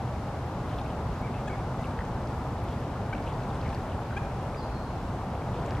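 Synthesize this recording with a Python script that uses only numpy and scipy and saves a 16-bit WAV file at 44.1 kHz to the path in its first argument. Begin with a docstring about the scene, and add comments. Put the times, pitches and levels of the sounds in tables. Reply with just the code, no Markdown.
"""A stony shore in a light, hissing breeze, with a distant road rumbling across the water.
Small waves fizz and gulp between the stones, throw splashes and drops and leave crackling foam;
each of these sounds is built from damped oscillations, the ringing of air bubbles trapped in water.
A water bird yelps in reedy harmonics that echo from the bank, thin whistles answer and a small bird
chirps far off. Two close microphones hear the scene, with the bass in mono."""
import sys
import numpy as np
from scipy import signal
from scipy.fft import rfft, irfft
from scipy.io import wavfile
from scipy.ndimage import uniform_filter1d

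SR = 44100
rng = np.random.default_rng(int(sys.argv[2]) if len(sys.argv) > 2 else 0)


def store_pcm(level_fs):
    """Save levels as 16-bit WAV."""
    pcm = np.round(np.clip(level_fs, -1, 1) * 32767).astype(np.int16)
    wavfile.write(sys.argv[1], SR, np.atleast_2d(pcm).T)


N = 255780
TIME = np.arange(N) / SR
FREQS = np.maximum(np.arange(N // 2 + 1) * SR / N, 1)

# wavelets reaching the stones: crest t/s, run-up/s, wash level/dB, gulp level/dB, crackle level/dB
WAVELETS = [(.74, .09, -58, -53, -70), (1.12, .12, -60, -54, -79), (1.38, .1, -61, -54, -79),
            (1.85, .1, -58.5, -53, -70), (2.29, .08, -63, -56, -73), (2.71, .06, -61, -54, -72),
            (3.27, .15, -57.5, -49, -69), (3.71, .17, -55, -44, -68), (4.15, .1, -63, -56, -73),
            (5.68, .17, -57.5, -39, -73)]


def undb(db):
    """Amplitude ratio of a level in decibels."""
    return 10 ** (np.asarray(db) / 20)


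def level(x, db):
    """Normalisation to an rms level."""
    return x * undb(db) / np.sqrt(np.mean(x ** 2))


def add(out, t, x):
    """Superposition: x joins out from time t on."""
    start = max(int(t * SR), 0)
    part = out[..., start:start + x.shape[-1]]
    part += x[..., :part.shape[-1]]


def walk(rate_hz):
    """Random modulation: held values, smoothed twice, with a spread near 1."""
    held = rng.standard_normal(512)[(TIME * rate_hz).astype(int) % 512]
    width = int(SR / rate_hz)
    return 1.3 * uniform_filter1d(uniform_filter1d(held, width), width)


def restless_noise(colour, flicker_db, rate_hz):
    """Amplitude modulation of coloured noise: each octave band wavers independently."""
    hz, db = np.transpose(colour)
    spectrum = rfft(rng.standard_normal(N)) * undb(np.interp(np.log(FREQS), np.log(hz), db))
    octave = np.log2(FREQS / 16)
    bands = (irfft(spectrum * np.maximum(1 - abs(octave - k), 0), N) for k in range(12))
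    return sum(band * undb(flicker_db * walk(rate_hz)) for band in bands)


def place(x, pan_db, lag_s_per_db=1.2e-5, shadow_hz=560):
    """Time and level difference: the nearer microphone leads and, above the bass, is louder; + is left."""
    hz = np.arange(len(x) // 2 + 1) * SR / len(x)
    lead = np.exp(1j * np.pi * hz * pan_db * lag_s_per_db)
    left = lead * undb(pan_db / 2 * hz ** 2 / (hz ** 2 + shadow_hz ** 2))
    return irfft(rfft(x) * np.array([left, 1 / left]), len(x))


def road(drone_hz=124.5):
    """Broadband and tonal noise: far engines rumble, tyres roar, and one engine drones in two harmonics."""
    # traffic spectrum: f/Hz, relative level/dB
    colour = [(18, -23), (35, -5), (66, 0), (115, .5), (185, -6), (330, -12.8), (500, -13.4), (800, -11.3),
              (1350, -21.2), (1900, -33), (3000, -42), (6000, -55), (12000, -70)]
    # one engine's drone: t/s, fundamental level/dB, octave level/dB
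    drone_levels = [(0, -55, -61), (.7, -47, -56), (1.3, -49, -45), (1.9, -49, -46.5), (2.4, -48, -54),
                    (3.3, -52, -57), (5.8, -55, -59)]
    roar = level(restless_noise(colour, flicker_db=.5, rate_hz=5), -32.1) * undb(.25 * walk(1.2))
    times, *levels_db = np.transpose(drone_levels)
    fundamental, octave = (undb(np.interp(TIME, times, db)) for db in levels_db)
    phase = 2 * np.pi * np.cumsum(drone_hz + .6 * walk(4)) / SR
    drone = np.sqrt(2) * (fundamental * np.sin(phase) + octave * np.sin(2 * phase))
    return place(roar + drone * undb(2 * walk(5)), pan_db=2)


def breeze(db=-49.5, side_db=-1):
    """Diffuse field: a soft hiss from all sides is only weakly correlated between the microphones."""
    # spectrum of breeze and far water: f/Hz, relative level/dB
    colour = [(100, -8), (220, -3), (430, 0), (540, -3), (1000, -.8), (2000, -6.8), (3200, -11.3),
              (5000, -14.6), (10000, -23.8), (13500, -29.3), (15300, -35)]
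    mid, side = (level(restless_noise(colour, flicker_db=.4, rate_hz=8), db) for _ in range(2))
    side *= undb(side_db)
    return np.array([mid + side, mid - side]) / np.sqrt(2)


def bubble(hz, cycles, glide=.12):
    """Damped oscillator: a bubble rings down by 40 dB, rising in pitch as it nears the surface."""
    age = np.linspace(0, 1, int(cycles * SR / hz) + 4)
    envelope = (1 - np.exp(-2 * cycles * age)) * np.exp(-np.log(100) * age)
    return envelope * np.sin(2 * np.pi * cycles * (age + glide * age ** 2 / 2))


def bubbles(count, centre_hz, spread, cycles, scatter_db, pans_db=(-1, 1.5, 4)):
    """Shot noise: bubbles ring at random times along the waterline, most faint, a few strong; rms 1."""
    sides = np.zeros((3, N))
    for k, (when, pitch, size, ring) in enumerate(rng.random((count, 4))):
        hz = np.clip(centre_hz * (pitch / (1 - pitch)) ** (spread / 2), 120, 14000)
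        size_db = -scatter_db * np.log(max(size, .02))
        add(sides[k % 3], when * N / SR, undb(size_db) * bubble(hz, cycles * (.5 + ring)))
    return level(sum(place(x, pan_db) for x, pan_db in zip(sides, pans_db)), 0)


def surge(crest_s, run_up_s, slower=1, drain_s=.17):
    """Exponential growth and decay: a wavelet's flow builds to its crest, then drains away."""
    age = (TIME - crest_s) / slower
    return np.exp(np.minimum(age / run_up_s, -age / drain_s))


def wash(calm_flow_db=-66, calm_gulp_db=-55):
    """Bubble resonance: small bubbles fizz and trickle, large ones gulp; the wavelets add in power."""
    fizz = bubbles(count=6000, centre_hz=4200, spread=.58, cycles=11, scatter_db=2.8)
    trickle = bubbles(count=1700, centre_hz=2000, spread=.4, cycles=18, scatter_db=2.4)
    gulps = bubbles(count=1000, centre_hz=350, spread=.7, cycles=7, scatter_db=2.2)
    flow_power, gulp_power = undb(calm_flow_db) ** 2, undb(calm_gulp_db) ** 2
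    for t, run_up_s, wash_db, gulp_db, _ in WAVELETS:
        flow_power += (undb(wash_db) * surge(t, run_up_s)) ** 2
        gulp_power += (undb(gulp_db) * surge(t, run_up_s, slower=1.5)) ** 2  # hollows fill and empty
    running = undb(-3.8) * fizz + undb(.5) * trickle
    return running * np.sqrt(flow_power) + gulps * np.sqrt(gulp_power)


def plips(db=-65.5):
    """Stationary random process: stray bubbles pop between the stones all the time."""
    return undb(db) * bubbles(count=200, centre_hz=2000, spread=.3, cycles=22, scatter_db=1.8)


def plops():
    """Free oscillation: single pockets of air ring as the water closes over them."""
    # air pockets: t/s, level/dB, f/Hz
    pockets = [(.161, -39, 2050), (.786, -35.5, 3450), (.791, -39, 2600), (.815, -44, 3600),
               (.862, -39, 2450), (1.342, -39, 2480), (1.843, -35, 2660), (1.856, -38, 2350),
               (1.911, -38, 1630), (1.99, -29, 1820), (2.007, -33, 1920), (2.019, -37, 1800),
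               (2.686, -40, 3300), (3.151, -35, 2600), (3.276, -38, 2950), (3.339, -42, 4500),
               (3.422, -41, 2560), (3.435, -42, 4100), (3.628, -37, 2450), (3.661, -32, 2050),
               (3.676, -36, 2200), (3.729, -34, 1750), (3.92, -41, 2850), (4.108, -31, 1450),
               (4.126, -33, 1450), (4.546, -36.5, 2350), (5.66, -40, 2650), (5.714, -33, 350),
               (5.721, -33, 1700), (5.751, -39, 3250), (5.781, -36, 2000)]
    out = np.zeros(N)
    for t, db, hz in pockets:
        add(out, t, undb(db) * bubble(hz, cycles=20))
    return place(out, pan_db=2.2)


def drops(cycles=10, droplets=4, scatter_s=.012, droplet_db=-11):
    """Impact transients: tiny drops tick on the nearest stones and scatter into fainter droplets."""
    # drop impacts: t/s, level/dB, f/Hz, pan/dB
    impacts = [(.384, -46, 11000, 2), (.465, -46, 13000, .8), (.693, -48, 13500, 1), (.717, -47, 8500, 1),
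               (.78, -43.5, 13300, .4), (.788, -41, 5100, 1), (.855, -47, 11000, .8),
               (1.189, -43.5, 13000, .9), (1.215, -42, 13000, .9), (1.797, -42, 7000, 2.6),
               (1.819, -44, 11000, 2.5), (1.856, -40, 10500, 2.6), (1.912, -46, 9500, 2.6),
               (2.052, -38, 6300, 2.2), (2.084, -43, 6900, 2.2), (2.221, -45, 13000, 2.7),
               (2.274, -37, 5400, 2.2), (2.385, -42, 12500, 2.4), (2.54, -45, 13500, .8),
               (2.639, -38, 13000, 1.5), (2.692, -43, 7000, 1.2), (2.725, -45, 13000, 1.6),
               (2.803, -46, 13000, 1.7), (3.063, -43, 5900, 2), (3.101, -45, 10500, 2.2),
               (3.555, -43, 8000, 2), (3.615, -33, 4400, 2.2), (3.679, -42, 5900, 2.2),
               (3.707, -41, 6250, 2.2), (3.748, -31, 4600, 2.2), (3.798, -44, 12000, 2.7),
               (4.003, -42, 11500, 2.4), (4.083, -41, 12500, 2.7), (4.236, -44, 12500, 2.7),
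               (5.598, -44, 11500, 2.7)]
    out = np.zeros((2, N))
    for t, db, hz, pan_db in impacts:
        tick = np.zeros(SR // 20)
        add(tick, 0, bubble(hz, cycles))
        for when, pitch in rng.random((droplets, 2)):
            add(tick, scatter_s * when, undb(droplet_db) * bubble(hz * (1 - pitch / 2), cycles / 2))
        add(out, t, undb(db) * place(tick, pan_db))
    return out


def splashes(count=32, spread=.17, spray_db=-15, spray_ratio=2.3):
    """Air entrainment: a crest folds over a stone, trapping like-sized bubbles under a finer spray."""
    # folding crests: t/s, rms level/dB, bubble f/Hz, duration/s
    crests = [(.69, -58, 2900, .055), (.778, -57, 3200, .025), (.857, -57, 2500, .016),
              (.887, -57, 2800, .028), (1.338, -55.5, 2300, .07), (1.492, -48, 1250, .025),
              (1.53, -55, 2100, .08), (1.835, -58, 2400, .03), (1.986, -47, 1400, .035),
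              (2.683, -58.5, 2900, .06), (3.264, -54, 2800, .045), (3.545, -57, 2700, .018),
              (3.648, -49.5, 1900, .035), (3.75, -53.5, 1800, .06), (3.895, -59, 2950, .035),
              (5.53, -58, 3200, .07), (5.645, -58, 2600, .07), (5.673, -35, 520, .008),
              (5.66, -46, 750, .06), (5.69, -53, 1600, .08)]
    out = np.zeros(N)
    for t, db, hz, duration in crests:
        cluster = np.zeros(SR // 8)
        for k, (when, pitch, size, fine) in enumerate(rng.standard_normal((count, 4))):
            onset = duration * (k + .4 * when) / count
            spray_hz = min(spray_ratio * hz * np.exp(.45 * fine), SR / 3)
            add(cluster, onset, undb(2.2 * size) * bubble(hz * np.exp(spread * pitch), cycles=14))
            add(cluster, onset, undb(spray_db) * bubble(spray_hz, cycles=5))
        cluster *= undb(db) * np.sqrt(duration * SR / np.sum(cluster ** 2))
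        add(out, t, cluster)
    return place(out, pan_db=2.2)


def crackle():
    """Modulated shot noise: foam on the stones to the left bursts in tiny ticks after each wavelet."""
    ticks = bubbles(count=2600, centre_hz=11500, spread=.33, cycles=7, scatter_db=4.2,
                    pans_db=(2, 2.6, 3.1))
    foam_power = sum((undb(db) * surge(t, run_up_s=.04, slower=1.6)) ** 2 for t, *_, db in WAVELETS)
    return ticks * np.sqrt(foam_power)


def note(duration, pitches, harmonics_db, rough, quaver_s, swell=.7):
    """Frequency and amplitude modulation: a bird's note bends and quavers as it swells and fades."""
    age = np.linspace(0, 1, int(duration * SR))
    contour = np.polyfit(np.linspace(0, 1, len(pitches)), pitches, len(pitches) - 1)
    steps = age * duration / quaver_s
    jitter, shimmer = (np.interp(steps, np.arange(64), r) for r in rng.standard_normal((2, 64)))
    phase = 2 * np.pi * np.cumsum(np.polyval(contour, age) * (1 + rough * jitter)) / SR
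    tone = sum(undb(db) * np.sin(k * phase) for k, db in enumerate(harmonics_db, 1))
    return np.sqrt(2) * tone * undb(1.5 * shimmer) * abs(np.sin(np.pi * age)) ** swell


def echoes(x, t60, wet_db, delay_s=.008):
    """Reverberation: scattered returns from the banks decay exponentially, unlike at each microphone."""
    t = TIME[:SR]
    tail = rng.standard_normal((2, SR)) * undb(-60 * t / t60) * (t > delay_s)
    tail *= undb(wet_db) / np.sqrt(np.sum(tail ** 2, axis=1, keepdims=True))
    return signal.fftconvolve(x[None], tail, axes=1)[:, :N]


def phrase(notes, rough, quaver_s, swell):
    """Gliding tones: a bird's run of notes, each a fundamental without overtones."""
    out = np.zeros(N)
    for t, duration, db, *pitches in notes:
        add(out, t, undb(db) * note(duration, pitches, [0], rough, quaver_s, swell))
    return out


def whistles():
    """Nearly pure tones: thin quavering notes rise and fall in an arc, blurred by distance."""
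    # whistled notes: t/s, duration/s, level/dB, start f/Hz, middle f/Hz, end f/Hz
    notes = [(1.221, .062, -51, 2080, 2340, 1900), (1.337, .05, -58, 2420, 2650, 2520),
             (1.496, .057, -49, 2100, 2270, 2020), (1.792, .032, -53.5, 1960, 2050, 1920)]
    call = phrase(notes, rough=.024, quaver_s=.0012, swell=.35)
    return place(call, pan_db=2.2) + echoes(call, t60=.55, wet_db=-7.5)


def water_bird(throat_hz=2400, throat_width_hz=500, rise_hz_per_s=4700):
    """Source and filter: reedy rising yelps pass a throat resonance on the left and echo on the right."""
    # yelps: t/s, duration/s, start f/Hz, level/dB, tilt/(dB per harmonic), throat gain/dB
    yelps = [(1.474, .016, 808, -41.5, 1.1, -5), (1.495, .013, 740, -41.5, -1.5, -3),
             (3.126, .015, 730, -36, -.7, 3), (4.164, .022, 767, -37.5, 0, 1.5)]
    # voice spectrum, from the fundamental up: relative level/dB
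    voice_db = [0, 0, -3.5, -15, -29, -27, -32, -26, -27, -31]
    # reflections from the bank: delay/s, relative level/dB
    reflections = [(.056, -17), (.078, -17), (.116, -20)]
    out = np.zeros(N)
    k = np.arange(len(voice_db))
    for t, duration, hz, db, tilt_db, throat_db in yelps:
        throat = np.exp(-(((k + 1) * hz - throat_hz) / throat_width_hz) ** 2)
        harmonics_db = voice_db + tilt_db * k + throat_db * throat
        pitches = (hz, hz + rise_hz_per_s * duration)
        add(out, t, undb(db) * note(duration, pitches, harmonics_db, rough=.022, quaver_s=.0008))
    bank = sum(undb(db) * np.interp(TIME - delay, TIME, out) for delay, db in reflections)
    return place(out, pan_db=3) + place(bank, pan_db=-1.8) + echoes(out, t60=.7, wet_db=-9, delay_s=.012)


def small_bird():
    """Direct-to-reverberant ratio: a far, high chirp is only a little stronger than its echoes."""
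    # chirped notes: t/s, duration/s, level/dB, start f/Hz, middle f/Hz, end f/Hz
    notes = [(4.562, .055, -57, 4850, 4890, 4860), (4.578, .034, -57, 4760, 4560, 4620),
             (4.602, .062, -59, 4270, 4170, 4300), (4.618, .064, -62.5, 4740, 4860, 4690),
             (4.688, .05, -64, 4320, 4260, 4270), (4.731, .068, -59.5, 4260, 4280, 4130),
             (4.806, .026, -62, 4180, 4220, 4150), (4.862, .06, -67, 4200, 4180, 4220)]
    call = phrase(notes, rough=.012, quaver_s=.002, swell=.7)
    return place(call, pan_db=-1) + echoes(call, t60=.85, wet_db=-3)


def scene():
    """Linear superposition: road and breeze lie behind the water and the birds."""
    far_birds = whistles() + small_bird()
    water = wash() + crackle() + plips() + splashes() + plops() + drops()
    return road() + breeze() + water + water_bird() + far_birds


def record(dry, mono_hz=205, top_hz=15000):
    """Mid-side filtering: the bass folds to mono, and a steep low-pass cuts the top."""
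    mid, side = (dry[0] + dry[1]) / 2, (dry[0] - dry[1]) / 2
    side = irfft(rfft(side) / (1 + (mono_hz / FREQS) ** 8), N)
    low_pass = signal.ellip(8, .2, 70, top_hz, fs=SR, output="sos")
    return signal.sosfilt(low_pass, np.array([mid + side, mid - side]))


dry = scene()
out = record(dry)
store_pcm(out)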